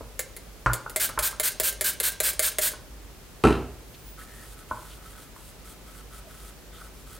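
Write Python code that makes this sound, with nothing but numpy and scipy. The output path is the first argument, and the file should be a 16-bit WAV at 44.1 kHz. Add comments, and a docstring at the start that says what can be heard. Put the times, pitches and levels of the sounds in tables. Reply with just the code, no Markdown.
"""In a small room, at a wooden table, a small pump bottle sprays water into a plastic cup of paint.
Two presses prime the pump, then each of nine gives a click and a puff of mist; the cup is bumped at times.
The bottle is put down hard and rocks to rest, then a thin tool stirs the paint slowly and quietly.
Solid bodies are sums of decaying modes excited by pulses and noise; mist, paint and the steady background
are coloured noise; stick-slip is a train of random impulses through resonances."""
import sys
import numpy as np
from scipy import signal
from scipy.fft import rfft, irfft
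from scipy.io import wavfile

SR = 44100
rng = np.random.default_rng(int(sys.argv[2]) if len(sys.argv) > 2 else 0)


def materialize(psi):
    """Save the field psi as 16-bit PCM at rate SR to the path in sys.argv[1].

    A 1-D psi becomes a single channel; in a 2-D psi each row is a channel.
    """
    bounded = np.clip(np.atleast_2d(psi).T, -1, 1)
    quanta = np.round(bounded * 32767).astype(np.int16)
    wavfile.write(sys.argv[1], SR, quanta)


N = 317079
TIME = np.arange(N) / SR

# All levels in the tables are relative: (..., level [dB]).
# Steady background hiss, power spectrum: (frequency [Hz], density [dB per Hz])
AIR_SPECTRUM = [(12, -27), (20, -4), (32, -1.5), (53, 1.5), (70, -8), (113, -9), (233, -13), (355, -15.5),
                (386, -13.5), (843, -21.5), (916, -22), (1210, -22.5), (1690, -24.5), (3500, -28),
                (15800, -33)]
# Left-right difference of the background hiss: (frequency [Hz], side against mid [dB])
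AIR_WIDTH = [(60, -5.5), (130, -1.5), (290, -4), (640, -3), (1410, -2.5), (3100, 0), (6820, 1), (15000, -1)]

# Knocks on the cup: (time [s], level [dB], contact hardness as low-pass cutoff [Hz])
CUP_KNOCKS = [(0.008, -18, 600), (0.6612, -7.5, 3600), (0.6675, -16.5, 2200), (0.697, -17.5, 2000),
              (0.861, -25.5, 1790), (1.092, -24, 1200), (1.176, -17, 2180), (1.328, -31, 1500),
              (2.735, -31, 1500), (4.7115, -16, 1120), (5.3624, -39.5, 2500)]
# Modes of the cup: (frequency [Hz], level [dB], t60 [s])
CUP_MODES = [(65, -56, 0.31), (120, -23, 0.2), (234, -26, 0.15), (349, -35, 0.12), (407, -30, 0.037),
             (706, -22, 0.057), (850, -17.5, 0.063), (1070, -5, 0.022), (1260, -12, 0.06),
             (1360, -4.5, 0.0095), (1490, -5.5, 0.041), (1630, -4.5, 0.011), (2470, -27, 0.044)]
# Contact noise of the cup: (frequency [Hz], density [dB per Hz])
CUP_CRACK = [(60, 7.5), (150, -26), (280, -16), (500, -4.5), (900, -8.5), (1400, 8), (1700, -16),
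             (2200, -14.5), (3500, -24.5), (8000, -6.5), (15000, -13)]

# Presses of the pump: (time [s], held down [s], snap level [dB], hollow ring level [dB], hollow pitch [Hz])
PRESSES = [(0.1924, 0.14, -12.5, -34.5, 520), (0.7336, 0.13, -13, -32, 572), (0.961, 0.097, -10, -25, 624),
           (1.1899, 0.088, -11, -27, 598), (1.3987, 0.087, -10, -28, 605), (1.5993, 0.094, -8, -27, 627),
           (1.8105, 0.089, -10, -31, 611), (2.001, 0.086, -10.5, -32.5, 473),
           (2.2024, 0.097, -9.5, -29, 618), (2.3939, 0.091, -7.5, -27.5, 625),
           (2.585, 0.1, -9.5, -24.5, 610)]
# Modes of the plunger: (frequency [Hz], level [dB], t60 [s])
PLUNGER_MODES = [(1685, -19.5, 0.052), (1906, -20, 0.056), (2090, -20.5, 0.14), (2310, -16, 0.04),
                 (2670, -26, 0.014)]
# Noise of the plunger's snap: (frequency [Hz], density [dB per Hz])
SNAP_SPECTRUM = [(100, -26), (280, -8), (480, 10), (800, -3.5), (1200, -3.5), (1750, 2), (2300, -3),
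                 (3200, -3), (4200, 0), (5800, -6.5), (7000, 3), (9000, 3), (11200, 6), (13000, -2.5),
                 (15700, 1)]
# The plunger springs back this long after the finger lets go, with a weaker snap and a lower ring
RETURN_S, RETURN_SNAP_DB, RETURN_HOLLOW_DB, RETURN_HZ = 0.033, -25.5, -57, 450

# Noise of the jet: (frequency [Hz], density [dB per Hz])
MIST_SPECTRUM = [(150, -23), (500, -22), (1100, -13), (2000, -8.5), (4200, -5.5), (5900, -9), (7200, -4.5),
                 (9000, -3), (10200, -4.5), (12000, -1), (15700, -4.5)]
# Resonances of the cup's air and the nozzle under the mist: (frequency [Hz], width [Hz], level [dB])
MIST_PEAKS = [(655, 26, -7.5), (1590, 113, 5.5), (8680, 330, 5.5)]
PRIMED_S = 0.95  # earlier presses only draw up water and give no mist
# The mist follows the snap after a lag, longer at first while air is left in the tube
MIST_DB, MIST_LAG_S, AIR_LAG_S, AIR_CLEARS_S = -23, 0.027, 0.011, 0.89

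# The bottle lands on the table: (time [s], level [dB], contact hardness as low-pass cutoff [Hz])
LANDING = [(3.4378, -0.5, 2500)]
# Modes of the table: (frequency [Hz], level [dB], t60 [s])
TABLE_MODES = [(65.2, -17.5, 0.67), (93.2, -26.5, 0.84), (127.2, -24.5, 0.7), (146.2, -20.5, 0.49),
               (207.3, -23, 0.46), (247.4, -17, 0.47), (276, -35, 0.22), (316, -13, 0.36), (383, -32, 0.21),
               (400.3, -21.5, 0.45), (421.4, -16.5, 0.4), (477, -28, 0.58), (700, -42, 0.14),
               (779, -17.5, 0.087), (1110, -26, 0.22)]
# Contact noise of the table: (frequency [Hz], density [dB per Hz])
THUD_SPECTRUM = [(30, -35), (70, -10), (130, -9), (190, 2), (270, 5), (430, 3), (590, -16), (780, -8),
                 (950, -22), (1300, -10.5), (1800, -20.5), (5000, -35)]
# The bottle's base chatters as it rocks to rest: (time [s], level [dB])
ROCKING = [(3.4382, -10.5), (3.451, -12.5), (3.4705, -13), (3.4845, -18), (3.505, -20), (3.526, -20),
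           (3.553, -25)]
ROCKING_HARDNESS_HZ = 12100
# Modes of the bottle's base: (frequency [Hz], level [dB], t60 [s])
BASE_MODES = [(1170, -17, .06), (1304, -10, 0.088), (1390, -19, 0.078), (2420, -12, 0.017),
              (2710, -12.5, 0.02), (2980, -18, 0.034), (3106, -21.5, 0.038)]
# Contact noise of the base: (frequency [Hz], density [dB per Hz])
BASE_CRACK = [(200, -12), (700, 11.5), (1300, 4.5), (1900, 0.5), (2900, -8.5), (4200, -7.5), (5500, -17),
              (9000, -14.5), (15000, -23)]

# Strokes of the stirring tool: (start [s], end [s], smearing hiss level [dB], rub on the cup level [dB])
STROKES = [(3.88, 4.12, -61.5, -72), (4.18, 4.252, -52, -49), (4.27, 4.547, -54, -59),
           (4.573, 4.616, -53, -50), (4.683, 4.975, -54, -53.5), (5.016, 5.138, -55.5, -53.5),
           (5.154, 5.252, -52.5, -51.5), (5.353, 5.51, -54.5, -66), (5.647, 5.738, -52.5, -54),
           (5.865, 6.016, -56, -54), (6.112, 6.2, -52, -51), (6.283, 6.505, -54, -54),
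           (6.732, 6.873, -55.5, -50.5), (6.935, 7.03, -60, -65), (7.067, 7.173, -52.5, -54)]
STROKE_ATTACK_S, HISS_RELEASE_S, RUB_RELEASE_S = 0.014, 0.035, 0.049
# Over a stroke paint heaps up ahead of the tool: the hiss grows and the tip is cushioned
HISS_SWELL_DB, RUB_FADE_DB = 6, 2.5
# Resonances of the scraped cup: (frequency [Hz], width [Hz], level [dB])
SCRAPE_PEAKS = [(670, 91, -16), (1310, 53, 6.5), (1463, 84, 0.5), (1940, 190, -11.5), (3200, 170, -11.5)]
# Noise of smeared paint: (frequency [Hz], density [dB per Hz])
SMEAR_SPECTRUM = [(300, -4), (1000, -13), (2000, -7.5), (3400, 0.5), (5800, -3.5), (9000, 4), (12000, -0.5),
                  (15700, -3.5)]
# Level of a faint, thin whistle: (time [s], level [dB])
WHISTLE_LEVEL = [(3.88, -62), (4.04, -57), (4.075, -48), (4.14, -51), (4.17, -70)]
WHISTLE_FROM_HZ, WHISTLE_TOP_HZ, WHISTLE_GLIDE_S = 11000, 15680, 0.062
# Short squeaks and sticky ticks of the tool: (time [s], length [s], frequency [Hz], width [Hz], level [dB])
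SQUEAKS = [(3.935, 0.025, 2970, 1800, -51), (4.19, 0.05, 1650, 400, -49), (4.242, 0.27, 1780, 250, -54.5),
           (4.892, 0.059, 3100, 1400, -51.5), (6.239, 0.071, 630, 50, -51), (6.716, 0.1, 3350, 800, -55),
           (6.802, 0.037, 1320, 250, -48)]

# Decay of the room: (frequency [Hz], t60 [s])
ROOM_T60 = [(100, 0.37), (500, 0.61), (1500, 0.36), (5000, 0.41), (9000, 0.23), (15000, 0.12)]
# Left-right difference of the close sounds: (frequency [Hz], side against mid [dB])
WIDTH = [(60, 2), (99, -14), (160, -22), (270, -38), (450, -27), (740, -27), (1220, -18), (2010, -70),
         (3330, -74), (5500, -23), (9080, -19.5), (15000, -6.5)]
CUTOFF_HZ = 15820


def from_db(db):
    """Level to amplitude: twenty decibels are a factor of ten."""
    return 10 ** (np.asarray(db) / 20)


def rms_one(x):
    """Normalization: scale to a root mean square of one."""
    return x / np.sqrt(np.mean(x ** 2) + 1e-20)


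def at_hz(points, hz):
    """Interpolation of a table along a logarithmic frequency axis."""
    f, value = np.transpose(points)
    return np.interp(np.log(np.maximum(hz, 1)), np.log(f), value)


def through(x, response):
    """Linear filtering: convolve with an impulse response, keeping the scene's length."""
    return signal.oaconvolve(x, response)[:N]


def response_of(spectrum, size=8192):
    """Minimum phase: folding the cepstrum gives the causal impulse response with this spectrum."""
    hz = np.fft.rfftfreq(size, 1 / SR)
    cepstrum = irfft(np.log(from_db(at_hz(spectrum, hz))))
    cepstrum[1:size // 2] *= 2
    cepstrum[size // 2 + 1:] = 0
    return irfft(np.exp(rfft(cepstrum)))


def coloured(x, spectrum):
    """Spectral shaping with a filter of unit energy, so white noise keeps its power."""
    response = response_of(spectrum)
    return through(x, response / np.linalg.norm(response))


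def soften(x, hz, order=2):
    """Low-pass filtering: fast changes above the cutoff are smoothed away."""
    low_pass = signal.butter(order, min(hz, .45 * SR), fs=SR, output="sos")
    return signal.sosfilt(low_pass, x + 1e-18)


def resonate(x, peaks):
    """Resonance: parallel two-pole filters, each with a pole radius set by its bandwidth."""
    out = 0
    for hz, width, db in peaks:
        r = np.exp(-np.pi * width / SR)
        poles = [1, -2 * r * np.cos(2 * np.pi * hz / SR), r * r]
        gain = from_db(db) * (1 - r * r) / 2
        out = out + gain * signal.lfilter([1, 0, -1], poles, x + 1e-18)
    return out


def dying(t60):
    """Exponential decay over one second of samples, falling 60 dB in each t60."""
    return from_db(-60 * TIME[:SR] / t60)


def struck(modes, vary_db):
    """Modal superposition: a blow excites each mode by a random amount, neighbours in opposite phase."""
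    out = 0
    for k, (hz, db, t60) in enumerate(modes):
        strength = from_db(db + vary_db * rng.standard_normal())
        out = out + (-1) ** k * strength * dying(t60) * np.sin(2 * np.pi * hz * TIME[:SR])
    return out


def burst(crack_t60, tail_db, tail_t60):
    """Two-stage decay of noise: a sharp crack and the dense ringing that follows it."""
    return rng.standard_normal(SR) * (dying(crack_t60) + from_db(tail_db) * dying(tail_t60))


def add(out, s, sound):
    """Superposition: mix a sound in at a time in seconds."""
    start = round(s * SR)
    out[start:start + len(sound)] += sound[:N - start]


def background(hum_hz=50.9, hum_db=-51.5, rumble_width_hz=22, rumble_db=-57.0, air_db=-47.5, side_db=-2.5):
    """Partial correlation: hiss shared and opposed between the sides, over a low hum with rumble around it."""
    peak = [(hum_hz, rumble_width_hz, 0)]
    # an extra second lets the resonance build up first
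    rumble = resonate(resonate(rng.standard_normal(N + SR), peak), peak)[SR:]
    rumble = from_db(rumble_db) * rms_one(rumble)
    hum = from_db(hum_db) * rms_one(np.sin(2 * np.pi * hum_hz * TIME))
    mid = coloured(rng.standard_normal(N), AIR_SPECTRUM)
    side = through(coloured(rng.standard_normal(N), AIR_SPECTRUM), response_of(AIR_WIDTH))
    side = from_db(side_db) * side
    return from_db(air_db) * np.array([mid + side, mid - side]) + hum + rumble


def knocks(rows, modes, crack, pulse_db, crack_db, crack_t60, tail_db, tail_t60, vary_db):
    """Impact: a pressure pulse, a crack and the body's modes, all duller when the contact is soft."""
    out = np.zeros(N)
    pulse = from_db(pulse_db) * signal.unit_impulse(SR)
    for s, db, hardness_hz in rows:
        noise = from_db(crack_db) * burst(crack_t60, tail_db, tail_t60)
        contact = coloured(pulse + noise, crack)[:SR]
        blow = struck(modes, vary_db) + contact
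        add(out, s, from_db(db) * soften(blow, hardness_hz, order=3))
    return out


def pump(bounce_s=0.0051, bounce_db=-6, press_db=-6, ring_db=7, hollow_t60=0.06, swell_s=0.0052):
    """Impact, reflection and cavity resonance: snaps echo off the table, the hollow bottle swells and rings."""
    snaps, rings, t = np.zeros(N), np.zeros(N), TIME[:SR]
    downs = [(s, snap_db, hollow_db, hz) for s, _, snap_db, hollow_db, hz in PRESSES]
    ups = [(s + held_s + RETURN_S, RETURN_SNAP_DB, RETURN_HOLLOW_DB, RETURN_HZ) for s, held_s, *_ in PRESSES]
    for s, snap_db, hollow_db, hollow_hz in downs + ups:
        force = from_db(snap_db + press_db)
        snap = force * burst(crack_t60=0.005, tail_db=-5, tail_t60=0.073)
        add(snaps, s, snap)
        add(snaps, s + bounce_s, from_db(bounce_db) * snap)
        add(rings, s, force * struck(PLUNGER_MODES, vary_db=3.0))
        hollow = (1 - np.exp(-t / swell_s)) * dying(hollow_t60) * np.sin(2 * np.pi * hollow_hz * t)
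        add(rings, s, from_db(hollow_db + ring_db) * hollow)
    return coloured(snaps, SNAP_SPECTRUM) + rings


def mist(open_s=0.0067, close_t60=0.07, sag_db=1.5, cup_db=0.0, sputter_db=0.9):
    """Turbulence: flow through the nozzle modulates noise while the plunger travels, then dribbles shut."""
    flow = np.zeros(N)
    for s, held_s, *_ in PRESSES:
        if s < PRIMED_S:
            continue
        start = s + MIST_LAG_S + AIR_LAG_S * np.exp((PRIMED_S - s) / AIR_CLEARS_S)
        end = s + held_s
        travel = np.clip((TIME - start) / (end - start), 0, 1)
        opening = np.clip((TIME - start) / open_s + .5, 0, 1)
        closing = from_db(-60 * np.clip(TIME - end, 0, 1) / close_t60)
        # strongest in mid-travel
        flow += from_db(MIST_DB - sag_db * (2 * travel - 1) ** 2) * opening * closing
    # the jet breaks up unevenly
    flow = flow * from_db(sputter_db * rms_one(soften(rng.standard_normal(N), 250)))
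    jet = flow * rng.standard_normal(N)
    swirl = flow * rng.standard_normal(N)
    return coloured(jet, MIST_SPECTRUM) + from_db(cup_db) * resonate(swirl, MIST_PEAKS)


def stroke_levels():
    """Changing load: gains of hiss and rub as each stroke sets in on the cup and ends pushing paint."""
    smear, rub = np.zeros(N), np.zeros(N)
    for start, end, hiss_db, rub_db in STROKES:
        travel = np.clip((TIME - start) / (end - start), 0, 1) - .5
        touching = np.clip((TIME - start) / STROKE_ATTACK_S + .5, 0, 1)
        hiss_release = np.clip((end - TIME) / HISS_RELEASE_S + .5, 0, 1)
        rub_release = np.clip((end - TIME) / RUB_RELEASE_S + 1, 0, 1)
        smear += touching * hiss_release * from_db(hiss_db + HISS_SWELL_DB * travel)
        rub += touching * rub_release * from_db(rub_db - RUB_FADE_DB * travel)
    return smear, rub


def stirring(slips_per_s=350, slip_spread_db=2.0, hiss_db=-1.0, rub_db=-2.0, unsteady_db=0.96, unsteady_hz=18):
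    """Stick-slip friction: tiny random slips ring the cup, wet paint hisses, the hand presses unevenly."""
    smear_gain, rub_gain = stroke_levels()
    pressure = from_db(unsteady_db * rms_one(soften(rng.standard_normal(N), unsteady_hz)))
    sizes = from_db(slip_spread_db * np.minimum(rng.exponential(1, N), 4)) * rng.choice([-1, 1], N)
    slips = sizes * (rng.random(N) < slips_per_s / SR)
    rub = from_db(rub_db) * rub_gain * rms_one(resonate(slips, SCRAPE_PEAKS))
    paint = coloured(rng.standard_normal(N) + 0.7 * rms_one(slips), SMEAR_SPECTRUM)
    hiss = from_db(hiss_db) * smear_gain * paint
    return pressure * (rub + hiss)


def whistle(waver_hz=110):
    """Frequency modulation: a very high tone glides up, wavers about its top pitch and stops."""
    s, db = np.transpose(WHISTLE_LEVEL)
    sounding = (TIME > s[0]) * (TIME < s[-1])
    glide = np.exp(-np.maximum(TIME - s[0], 0) / WHISTLE_GLIDE_S)
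    hz = WHISTLE_TOP_HZ - (WHISTLE_TOP_HZ - WHISTLE_FROM_HZ) * glide
    hz = hz + waver_hz * rms_one(soften(rng.standard_normal(N), 58))
    return sounding * from_db(np.interp(TIME, s, db)) * np.sin(2 * np.pi * np.cumsum(hz) / SR)


def squeaks():
    """Frictional excitation: the tool catches for a moment and noise sets one resonance going."""
    out = np.zeros(N)
    for s, length_s, hz, width, db in SQUEAKS:
        swell = np.sqrt(np.hanning(round(length_s * SR)))
        tone = resonate(resonate(rng.standard_normal(SR), [(hz, width, 0)]), [(hz, 2 * width, 0)])
        add(out, s, from_db(db) * swell * rms_one(tone[-len(swell):]))
    return out


def room(x, wet_db):
    """Reverberation: a diffuse tail of noise bands, each with its own decay, the highest dying soonest."""
    edges, tail = np.geomspace(40, 17000, num=14), 0
    white = rfft(rng.standard_normal(SR))
    hz = np.fft.rfftfreq(SR, 1 / SR)
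    for low, high in zip(edges, edges[1:]):
        band = irfft(white * (hz >= low) * (hz < high), SR)
        tail = tail + band * dying(at_hz(ROOM_T60, np.sqrt(low * high)))
    tail = tail * np.clip((TIME[:SR] - .004) / 0.0025, 0, 1)   # reflections take a moment to build up
    return x + from_db(wet_db) * through(x, tail / np.linalg.norm(tail))


def stereo(x):
    """Scattering: nearby surfaces send each side a little difference, less of it in long waves."""
    scatter = rng.standard_normal(SR) * dying(0.13) * (TIME[:SR] > .002)
    high_pass = signal.butter(2, 130, "high", fs=SR, output="sos")
    scatter = signal.sosfilt(high_pass, scatter / np.linalg.norm(scatter))
    side = through(x, through(scatter, response_of(WIDTH)))
    return np.array([x + side, x - side])


def scene():
    """Superposition of the background with spraying, putting down and stirring, all heard close by."""
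    cup = knocks(CUP_KNOCKS, CUP_MODES, CUP_CRACK, pulse_db=-2.0, crack_db=-15.0, crack_t60=0.031,
                 tail_db=9.5, tail_t60=0.065, vary_db=3.0)
    table = knocks(LANDING, TABLE_MODES, THUD_SPECTRUM, pulse_db=2, crack_db=-19.0, crack_t60=0.013,
                   tail_db=2, tail_t60=0.53, vary_db=1.5)
    rocks = [(s, db, ROCKING_HARDNESS_HZ) for s, db in ROCKING]
    base = knocks(rocks, BASE_MODES, BASE_CRACK, pulse_db=5, crack_db=-11.5, crack_t60=0.019,
                  tail_db=-4.5, tail_t60=0.17, vary_db=2.5)
    spraying = room(pump() + mist(), wet_db=-11.0)
    handling = room(cup + base, wet_db=-7.5) + table   # the table's boom outlasts the room's own tail
    tool = stirring() + squeaks()
    return background() + stereo(spraying + handling + tool + whistle())


def record(dry, left_db=-0.16, bass_cut_hz=38):
    """Band limiting: the deepest bass is dropped, the top cut steeply, and the right favoured a little."""
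    high_pass = signal.butter(4, bass_cut_hz, "high", fs=SR, output="sos")
    heard = signal.sosfilt(high_pass, dry) * from_db([[left_db], [-left_db]])
    top_cut = signal.ellip(12, .1, 80, CUTOFF_HZ, fs=SR, output="sos")
    return signal.sosfilt(top_cut, heard)


dry = scene()
out = record(dry)
materialize(out)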